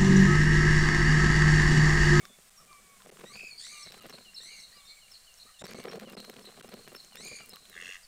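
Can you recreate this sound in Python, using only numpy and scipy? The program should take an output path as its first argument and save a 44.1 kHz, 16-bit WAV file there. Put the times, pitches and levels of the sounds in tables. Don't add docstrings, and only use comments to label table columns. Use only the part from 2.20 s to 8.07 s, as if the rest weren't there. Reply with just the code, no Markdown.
import sys
import numpy as np
from scipy import signal
from scipy.fft import rfft, irfft
from scipy.io import wavfile
from scipy.ndimage import uniform_filter1d

SR = 44100
rng = np.random.default_rng(int(sys.argv[2]) if len(sys.argv) > 2 else 0)


def to_wav(sig):
    pcm = np.clip(np.atleast_2d(sig), -1, 1) * 32767
    pcm = np.round(pcm).astype(np.int16)
    wavfile.write(sys.argv[1], SR, pcm.T)


def gain_from_decibels(decibels):
    exponent = np.asarray(decibels, float) / 20
    return 10 ** exponent


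N = 258867


def evened(x):
    return x / np.sqrt(np.mean(x ** 2) + 1e-20)


def add(mix, start_s, sound):
    part = mix[max(round(start_s * SR), 0):][:len(sound)]
    part += sound[:len(part)]


def coloured(points):
    f, db = np.transpose(points)
    hz = np.fft.rfftfreq(N, 1 / SR)
    shape = gain_from_decibels(np.interp(np.log(hz + 1), np.log(f), db))
    return evened(irfft(rfft(rng.standard_normal(N)) * shape, N))


def band(x, lo_hz, hi_hz):
    return signal.sosfilt(signal.butter(2, [lo_hz, min(hi_hz, 20000)], "band", fs=SR, output="sos"), x)


def wander(n, size):
    return evened(uniform_filter1d(uniform_filter1d(rng.standard_normal(n), size), size))


def tone(hz):
    return np.sqrt(2) * np.sin(2 * np.pi * np.cumsum(hz) / SR)


def echoes(x, t60_s, wet_db):
    t = np.arange(SR) / SR
    signs = rng.choice([-1., 1.], SR) * (rng.random(SR) < .04)
    taps = signs * gain_from_decibels(-60 * t / t60_s) * (t > .006)
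    return x + gain_from_decibels(wet_db) * signal.fftconvolve(x, taps / np.linalg.norm(taps))[:N]


# pitch_hz, level_db (per Hz)
AIR = [(20, 9), (76, -5.5), (226, -23), (669, -7), (1730, -8.5), (4240, -9.5), (6210, -8.5), (8600, -4.5),
       (11600, -15), (15200, -13.5), (16200, -32)]


def air():
    return gain_from_decibels(-59.5 + .7 * wander(N, size=1500)) * coloured(AIR)


# start_s, level_db
BREEZE = [(0.0, -51), (.16, -72), (.88, -67), (1.06, -57.5), (1.3, -69.5), (1.629, -71), (1.86, -54.5),
          (2.14, -69), (3.377, -85.5), (3.47, -50.5), (3.7, -47.5), (4.18, -58), (4.58, -59), (4.8, -68.5),
          (5.05, -57), (5.4, -69), (5.65, -61.5), (5.87, -88)]
# pitch_hz, level_db (per Hz)
THUMP = [(40, -55), (90, -12.5), (200, 8), (480, 0), (800, -12.5), (1300, -16), (3000, -116)]
# start_s, thump_db
PUFFS = [(0.102, -51.5), (0.926, -55), (1.235, -48), (3.255, -56), (3.547, -33), (3.59, -36.5),
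         (3.661, -49), (3.677, -37), (3.7, -49), (3.745, -35), (3.758, -35), (3.776, -35.5), (3.821, -37.5),
         (3.8444, -42), (3.874, -39), (3.915, -45), (3.953, -39.5), (4.081, -44), (4.0963, -38.5),
         (4.1685, -46), (4.206, -48), (4.389, -44.5), (4.45, -45), (4.542, -36.5), (4.5944, -49),
         (5.002, -47), (5.034, -47.5), (5.0565, -47), (5.1198, -43), (5.5625, -53.5)]
# start_s, thump_db, crackle_db (relative to the thump)
SLAPS = [(0.866, -43, -17.5), (0.897, -48, -8), (.993, -48, -15), (1.015, -50.5, -5.5),
         (1.0408, -38.5, -21), (1.16, -51.5, -3), (1.6686, -44, -13), (1.745, -53.5, -5), (1.8, -50, -17),
         (1.8485, -49, -19), (1.8993, -57, -1), (1.943, -51, -10), (1.983, -56, -6), (3.4208, -38.5, -13.5),
         (3.441, -33.5, -23), (3.891, -54, -6.5), (3.973, -36.5, -18.5), (4, -38, -24), (4.048, -57, -3),
         (4.192, -45, -18), (4.4134, -50, -7), (4.4866, -41, -15.5), (4.524, -48, -9), (4.5765, -45.5, -15),
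         (4.676, -45.5, -6.5), (4.725, -45.5, -23), (4.7498, -50, 1), (4.951, -53, -12), (5.2073, -52.5, 1),
         (5.331, -47.5, -6.5)]


def wind():
    soft = [(*row, -41) for row in PUFFS]
    s, thump_db, crackle_db = np.transpose([*SLAPS, *soft])
    at = (s * SR).astype(int)
    puff = np.exp(-(np.arange(-900, 901) / SR / .0055) ** 2)
    push, slip = np.zeros((2, N))
    push[at] = gain_from_decibels(thump_db + 1.0)
    slip[at] = gain_from_decibels(thump_db + np.minimum(crackle_db, -2.5))
    breeze = gain_from_decibels(np.interp(np.arange(N) / SR, *np.transpose(BREEZE)) + 6.04 * wander(N, size=300))
    push = signal.oaconvolve(push, puff, "same") + breeze
    slip = signal.oaconvolve(slip, puff, "same") + gain_from_decibels(-16.5) * breeze

    flap = coloured(THUMP)
    flap /= np.sqrt(abs(uniform_filter1d(flap ** 2, size=350)) + .1)
    thumps = band(band(push * flap, 196, 3700), 210, 6400)
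    slow_push = uniform_filter1d(push, size=1500) ** 0.57
    rumble = gain_from_decibels(-36.0) * slow_push * evened(band(flap, 63, 152.4))

    steps = -gain_from_decibels(4.0 * np.minimum(rng.exponential(1, N), 1.9)) * (rng.random(N) < 700 / SR)
    steps = band(steps, 200, 2700) + gain_from_decibels(-28) * band(steps, 1400, 17000)
    crackle = gain_from_decibels(6.5) * slip * evened(steps)

    pops = gain_from_decibels(3.5 * np.minimum(rng.exponential(1, N), 2.2)) * (rng.random(N) < 120 / SR)
    pops = band(pops, 900, 4000) + gain_from_decibels(-17) * band(pops, 4000, 15000)
    pops = .011 * np.tanh(gain_from_decibels(59) * uniform_filter1d(breeze, size=3000) * pops)
    return pops + rumble + thumps + crackle


# start_s, bright_db (peak), body_db (dull body relative to the bright peak)
SNAPS = [(0.0533, -39.5, -2.5), (0.0847, -46, -14), (0.998, -42, -7), (1.1702, -44, -10), (1.289, -51, -8),
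         (1.4676, -47, 2), (1.5774, -45, -10), (1.7217, -40, -4), (1.7419, -50, -5), (1.7789, -45, -6),
         (1.824, -41, -9), (1.8652, -39, -13), (1.8971, -40.5, -2.5), (2.234, -48, -3), (2.9186, -42, -10),
         (3.1877, -50, -7), (3.4386, -51, -8), (3.4545, -39, -3), (3.4665, -37, -4), (3.5099, -38, -9),
         (3.5344, -40, -1), (3.5448, -47, -4), (3.6396, -37, -6), (3.7155, -48, 5), (3.7344, -40, -3),
         (3.758, -41, -1), (3.798, -35.5, -3.5), (3.8124, -42, -9), (3.8988, -38, -4.5), (3.924, -38, -13),
         (3.9659, -50, -9), (4.0023, -37.5, 1.5), (4.0487, -42, -3), (4.098, -34.5, -4.5), (4.116, -52, -9),
         (4.14, -46, -4), (4.1654, -53, 3), (4.1942, -42, -4), (4.2238, -51, -13), (4.2547, -39, -11),
         (4.3978, -47, 1), (4.4925, -45, -7), (4.54, -38, -5), (4.682, -40, -8), (4.7187, -55, -7),
         (4.732, -45, -14), (4.7501, -39, -5), (4.7634, -39, -5), (4.9322, -49, -4), (4.9565, -34.5, -7),
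         (5.0095, -50, -5), (5.0504, -38, -14), (5.084, -39, -9), (5.2599, -41, -14), (5.2884, -46, -19),
         (5.2939, -30, -27), (5.3363, -44, -8), (5.359, -36, -9), (5.498, -38, -10)]


def snaps():
    bright, dull = np.zeros((2, N))
    t = np.arange(130) / SR
    tail = gain_from_decibels(-7) * np.exp(-t / 0.001)
    for s, db, body_db in SNAPS:
        crack = (t == 0) + rng.standard_normal(len(t)) * tail
        add(bright, s, gain_from_decibels(db + 6) * crack)
        add(dull, s, gain_from_decibels(db + body_db + 17.5) * crack)
    return band(bright, 6700, 15000) + gain_from_decibels(-4) * band(bright, 4600, 5900) + band(dull, 1100, 6300)


# start_s, level_db (peak), pitch_hz
KNOCKS = [(0.804, -47, 1520), (0.82, -44, 1010), (0.86, -47, 590), (0.895, -56, 600),
          (0.969, -61, 600), (0.971, -42.5, 1190), (1.01, -44, 610), (1.042, -37, 624),
          (1.074, -60, 1930), (1.098, -62, 1170), (1.138, -44, 2120), (1.197, -40, 2160),
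          (1.408, -47, 1810), (1.444, -58, 2140), (1.461, -55, 2140), (1.665, -45, 684),
          (1.691, -46, 2050), (1.728, -46, 646), (1.743, -53, 1090), (1.774, -46, 659),
          (1.845, -40, 1192), (1.894, -51, 640), (1.927, -41, 960), (1.978, -56, 646),
          (2.025, -50, 1490), (2.135, -48, 1850),
          (3.417, -41, 724), (3.438, -48, 600), (3.455, -36.5, 1610), (3.507, -45, 2320),
               (3.544, -48, 600), (3.589, -46, 767), (3.638, -49, 2090), (3.651, -50, 1390),
               (3.673, -47, 627), (3.699, -47, 713), (3.732, -30, 600), (3.756, -32, 616),
               (3.813, -43, 829), (3.82, -40, 606), (3.876, -45, 2480), (3.876, -44, 600),
               (3.905, -43, 700), (3.97, -37, 613), (4.045, -59, 1130), (4.095, -43, 1030),
               (4.133, -47, 1050), (4.162, -43.5, 600), (4.189, -45, 705), (4.245, -52, 614),
               (4.324, -47, 743), (4.344, -46, 1360), (4.375, -40, 649), (4.409, -40, 1570),
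               (4.436, -47, 600), (4.443, -51, 600), (4.487, -55, 600), (4.487, -45, 622),
               (4.518, -48, 643), (4.591, -49, 633), (4.674, -38, 616), (4.719, -51, 600),
               (4.719, -46, 635), (4.912, -54, 1580), (4.923, -44.5, 765), (4.953, -44, 1950),
               (4.971, -37, 1900), (5.03, -49, 2190), (5.055, -51, 2420), (5.081, -49, 2450),
               (5.12, -41, 2150), (5.161, -50, 2270), (5.188, -39, 2120), (5.305, -64, 1000),
               (5.325, -55, 600), (5.33, -50, 1170), (5.368, -40.5, 1240)]


def knocks():
    out = np.zeros(N)
    t = np.arange(130) / SR
    for s, db, hz in KNOCKS:
        add(out, s, -gain_from_decibels(db + 3.5) * np.cos(2 * np.pi * hz * t) * np.exp(-t * hz / 0.88))
    return band(out, 720, 5900)


# start_s, level_db, beak_db (lift above 2300 Hz)
RATTLE = [(5.5, -68, -16), (5.535, -52, -2), (5.58, -45.5, -6), (5.66, -47.5, 3), (5.762, -44.5, -1),
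          (5.809, -88, -21)]
# pitch_hz, width_hz, level_db
RATTLE_THROAT = [(1200, 200, -15), (1720, 260, -3), (2020, 300, -1), (2730, 250, 1.5), (3300, 500, -6),
                 (4500, 900, -12), (5730, 800, -11), (6690, 450, -10), (8430, 700, -16)]
# start_s, pulses_per_s
RATTLE_RATE = [(5.5, 79.5), (5.605, 87.6), (5.72, 92.8), (5.81, 84)]


def rattle():
    s, db, beak_db = np.transpose(RATTLE)
    t = np.arange(s[0], s[-1], 1 / SR)
    rate = np.interp(t, *np.transpose(RATTLE_RATE)) * (1 + .006 * wander(len(t), size=300))
    turns = .76 + np.cumsum(rate) / SR
    puffs = np.exp(-(turns % 1) / .19) * rng.standard_normal(len(t))
    clicks = 7 * (np.diff(turns // 1, prepend=0) > 0)
    drive = puffs + clicks
    beak_db = np.interp(t, s, beak_db)
    throat = np.zeros(len(t))
    for hz, width, level_db in RATTLE_THROAT:
        delay_s = (hz - 2000) / 1000 * .0007
        ring = band(np.roll(drive, round(delay_s * SR)), hz - width / 2, hz + width / 2)
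        throat += gain_from_decibels(level_db + beak_db * (hz > 2300)) * evened(ring)
    out = np.zeros(N)
    add(out, s[0], gain_from_decibels(np.interp(t, s, db)) * evened(throat))
    return echoes(out, .25, -9)


# start_s, level_db (peak), pitch_hz
TICKS = [(1.629, -49, 5400), (1.896, -58, 5460), (2.1438, -50, 5310), (2.3984, -57, 5480),
         (2.6569, -64, 5470), (2.9137, -54.5, 5360), (3.174, -62, 5500), (3.439, -52, 5500),
         (3.688, -51, 5500), (3.944, -57, 5080), (4.223, -62, 5300), (4.479, -59, 5330),
         (4.757, -50.5, 5345), (5.024, -59, 5300), (5.299, -55, 5150)]


def ticks():
    out = np.zeros(N)
    t = np.arange(round(0.017 * SR)) / SR
    for s, db, hz in TICKS:
        note = tone(hz - 3000 * (t - .008)) * signal.windows.tukey(len(t), .4)
        add(out, s - .001, gain_from_decibels(db + 2.0) * note)
    return echoes(out, .7, -9)


# start_s, level_db (peak), pitch_hz (centre)
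BUZZES = [(1.125, -46, 4510), (1.3747, -45, 4545), (1.6476, -47.5, 4070), (1.917, -49.5, 4180),
          (2.1568, -43, 4166), (2.413, -47.5, 4155), (2.674, -49, 4230), (2.9327, -49, 4260),
          (3.1904, -49, 4140), (3.455, -51, 4430), (3.707, -51.5, 4160), (3.97, -46.5, 4133),
          (4.2427, -51.5, 4065), (4.506, -53.5, 4210), (4.553, -56, 4220), (4.613, -57, 4200),
          (4.771, -51, 4220), (4.7974, -58, 4154), (5.036, -49, 4170), (5.3096, -50, 4056)]


def buzzes():
    out = np.zeros(N)
    t = np.arange(round(.056 * SR)) / SR
    for s, db, hz in BUZZES:
        shake = 2 * np.pi * (232 * t + rng.random())
        pitch = hz + 50 - 1800 * t + 190 * np.sin(shake) + 30 * wander(len(t), size=200)
        swell = (1 + 0.57 * np.cos(shake)) * signal.windows.tukey(len(t), .55)
        swell = swell * gain_from_decibels(3.05 * wander(len(t), size=250))
        add(out, s - .003, gain_from_decibels(db - 4.0) * swell * (tone(pitch) + gain_from_decibels(-15.0) * tone(2 * pitch)))
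    return echoes(out, 1.47, -3.0)


# start_s, level_db
SLURS = [(1.535, -61.5), (1.797, -59.5), (2.05, -58), (2.303, -58.5), (2.556, -65), (2.815, -61),
         (3.07, -60.5), (3.338, -65), (3.587, -64.5), (3.856, -56), (4.4, -66), (4.654, -65.5),
         (4.918, -62), (5.195, -61)]


def slurs():
    out = np.zeros(N)
    t = np.arange(round(.07 * SR)) / SR
    fall_hz = 2750 + 520 * np.exp(-t / 0.0165)
    for s, db in SLURS:
        level = gain_from_decibels(db + 2.3 * wander(len(t), size=250))
        add(out, s - .006, level * tone(fall_hz) * signal.windows.tukey(len(t), .4))
    return echoes(out, .9, -6)


# start_s, level_db (peak), pitch_hz
GRIT = [(0.5298, -40, 4470), (0.821, -43, 3630), (0.9723, -48, 2970), (2.9544, -46, 3050),
        (3.1411, -38.5, 6300), (3.715, -36, 3230), (4.166, -39, 2720), (4.8478, -36, 6470),
        (4.848, -49, 3000), (5.2344, -39, 8500), (5.455, -41, 3530), (5.455, -43, 8500), (5.615, -35, 8400)]


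def grit():
    out = np.zeros(N)
    t = np.arange(130) / SR
    for s, db, hz in GRIT:
        add(out, s, gain_from_decibels(db) * np.sin(2 * np.pi * hz * t) * np.exp(-t * hz / 2.6))
    return out


def peep(start, end, from_hz, to_hz, db, octave_db, hoarseness):
    hz = np.linspace(from_hz, to_hz, round(max(end - start, .01) * SR))
    hz = hz * (1 + .004 * wander(len(hz), size=200))
    breath = 1 + hoarseness * wander(len(hz), size=90)
    voice = tone(hz) + gain_from_decibels(octave_db) * tone(2 * hz)
    return start, gain_from_decibels(db) * breath * voice * signal.windows.tukey(len(hz), .6)


# pitch_hz, width_hz, level_db
MOUTH = (2600, 200, 11)
# pitch_hz, level_db
THROAT = [(1600, -1.5), (2300, 2), (3600, 11), (4600, 6.5), (5400, 4), (6500, 4), (7600, 8.5), (9800, -1),
          (12000, -17)]


def wheek(rows, warble):
    s, *columns = np.transpose(rows)
    t = np.arange(s[0], s[-1], 1 / SR)
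    n = len(t)
    hz, effort_db, strain_db = (np.interp(t, s, c) for c in columns)
    start, first, last, ends, hoarseness, share = warble
    turns = start + np.cumsum(np.linspace(first, last, n)) / SR
    depth = share * (ends + (1 - ends) * signal.windows.tukey(n, .8))
    bend = depth * (1 - 2 * abs(np.sin(np.pi * turns)) ** 2.4)
    warbled_hz = hz * (1 + bend + .007 * wander(n, size=60))
    f, throat_db = np.transpose(THROAT)
    mouth_hz, mouth_width_hz, mouth_peak_db = MOUTH
    out = np.zeros(n)
    for k in range(1, 6):
        db = effort_db + (k - 1) * strain_db + np.interp(np.log(k * hz), np.log(f), throat_db)
        db = db + mouth_peak_db / (1 + ((k * warbled_hz - mouth_hz) / mouth_width_hz) ** 2)
        db = db - (4.5 * (k > 2) - 3.5 * (k == 1)) * np.cos(2 * np.pi * turns)
        hoarse = 1 + hoarseness * wander(n, size=24)
        out += gain_from_decibels(db + 1.4 * wander(n, size=150)) * hoarse * tone(k * warbled_hz)
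    return s[0], out * signal.windows.tukey(n, .08)


# start_s, pitch_hz, effort_db, strain_db (per partial)
WHEEKS = [
    [(1.05, 1830, -58, -6), (1.1, 2026, -67.5, 0), (1.165, 2424, -62.5, -3.5), (1.21, 2432, -57.5, -8.5),
     (1.275, 2402, -60.5, -3.5), (1.38, 2207, -71.5, -6)],
    [(1.385, 1587, -77.5, 4.5), (1.45, 1926, -59.5, -0.5), (1.52, 2242, -62, 0.5), (1.565, 2120, -64.5, 0),
     (1.62, 2070, -63, 0.5), (1.7, 2103, -63, -7)],
    [(2.2, 1777, -55, -7), (2.24, 1983, -73.5, 3.5), (2.28, 2098, -57, -3), (2.33, 2254, -62.5, -2),
     (2.4, 2083, -60.5, -1.5), (2.48, 2124, -81, 0)],
    [(3.385, 1783, -71.5, 2.5), (3.465, 2026, -62, -1.5), (3.511, 2324, -67.5, -1), (3.553, 2086, -62, -3),
     (3.6, 2176, -62.5, 1), (3.68, 2200, -84, -14)],
    [(4.96, 1730, -64, -2.5), (5.04, 2264, -60.5, 0.5), (5.084, 2330, -59, 0), (5.125, 2275, -57, -4),
     (5.17, 2267, -58.5, 1), (5.25, 2356, -68, -15)],
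]
# start_turns, first_rate_per_s, last_rate_per_s, end_depth_share (0-1),
# hoarseness (0-1), depth (share of pitch)
WARBLES = [(.09, 70.5, 34, .2, .14, .064), (.3, 79, 70, .8, .33, .068), (.5, 84, 62, .4, .24, .055),
           (.47, 88, 60, .8, .4, .058), (.68, 68, 39, .3, .26, .055)]
# start_s, end_s, start_hz, end_hz, level_db
PEEPS = [(.03, 0.071, 1197, 1102, -57.5), (0.37, 0.418, 1062, 1390, -62), (0.409, 0.437, 1274, 1040, -61.5),
         (0.456, 0.626, 1206, 1133, -62), (.505, 0.542, 1262, 975, -57), (0.602, 0.824, 1160, 1080, -67.5),
         (0.788, 0.842, 1083, 953, -64), (1.09, 1.132, 1227, 1097, -58.5),
         (1.495, 1.659, 1210, 1162, -58.5), (1.774, 1.835, 1345, 1210, -62),
         (2.53, 2.675, 1189, 1103, -66.5), (3.26, 3.283, 1107, 1360, -60.5),
         (3.284, 3.312, 1380, 1096, -62), (5.211, 5.255, 1460, 1125, -65.5),
         (5.316, 5.386, 1250, 1054, -62)]
# start_s, end_s, start_hz, end_hz, level_db
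WHISTLES = [(0.0, 0.19, 3600, 3440, -67), (0.0, 0.039, 2280, 2160, -61.5), (0.122, .163, 2170, 2240, -68),
            (0.361, 0.41, 5800, 5270, -61.5), (1.301, 1.35, 4480, 4280, -49.5),
            (1.33, 1.67, 4490, 3440, -63), (2.6, 2.625, 3770, 3200, -62), (2.625, 2.75, 3720, 3600, -61),
            (2.515, 2.6, 4460, 5100, -63), (2.515, 2.56, 1805, 2050, -64), (3.275, 3.3, 1785, 1950, -64.5),
            (5.47, 5.6, 4260, 3200, -63), (2.624, 2.84, 7300, 7600, -68), (2.678, 2.76, 2220, 2280, -63),
            (2.762, 2.806, 2350, 2120, -63), (2.879, 2.83, 2360, 2190, -60.5),
            (2.916, 2.95, 5230, 4800, -62), (5.825, 5.86, 4815, 4420, -57.5),
            (5.825, 5.866, 5196, 5070, -64)]


def guinea_pig():
    out = np.zeros(N)
    for rows, warble in zip(WHEEKS, WARBLES):
        add(out, *wheek(rows, warble))
    for row in PEEPS:
        octave_db = -1 if row[1] - row[0] > .1 else -16
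        add(out, *peep(*row, octave_db, hoarseness=.2))
    for row in WHISTLES:
        add(out, *peep(*row, octave_db=-16, hoarseness=.45))
    return echoes(out, .25, -7.5)


def scene():
    songbird = ticks() + buzzes() + slurs()
    membrane = wind() + snaps() + knocks()
    return (air() + membrane + rattle() + songbird + grit() + guinea_pig())[None]


# start_s, length_ms
CHOKES = [(0.297, 6.9), (0.4536, 3.9), (0.8629, 5.4), (0.9029, 9.1), (1.1579, 2.8), (1.6654, 2.7),
          (1.7116, 5.1), (1.8006, 6.2), (1.844, 1.7), (1.9213, 4), (1.98, 2.4), (3.423, 16.2),
          (3.4614, 5.1), (3.4698, 1.1), (3.473, 4.6), (3.537, 8.4), (3.5907, 4.5), (3.786, 5), (3.9533, 14),
          (3.9742, 0.71), (3.99, 0.37), (4.414, 11.5), (4.4824, 6.1), (4.6722, 3.4), (5.122, 1.7),
          (5.327, 5)]


def choked_input(dry):
    low_db = 10 * np.log10(abs(uniform_filter1d(band(dry[0], 110, 275) ** 2, size=3000)) + 1e-12)
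    gate = gain_from_decibels(-.2 * np.maximum(low_db + 57, 0))
    for s, ms in CHOKES:
        gate[round(s * SR):round((s + ms / 1000) * SR)] *= gain_from_decibels(-33)
    return dry * uniform_filter1d(gate, size=9)


# pitch_hz, width_hz
NOTCHES = [(298, 132), (903, 107)]


def hum_traps(x):
    for hz, width in NOTCHES:
        x = signal.lfilter(*signal.iirnotch(hz, hz / width, SR), x)
    return x


def top_cut(x):
    return signal.sosfilt(signal.butter(12, 16810, fs=SR, output="sos"), x)


def record(dry):
    x = hum_traps(choked_input(dry))
    low_pass = signal.firwin(511, 15950, window=("kaiser", 9), fs=SR)
    mix = signal.oaconvolve(x, low_pass[None], "same")
    return top_cut(mix)


dry = scene()
out = record(dry)
to_wav(out)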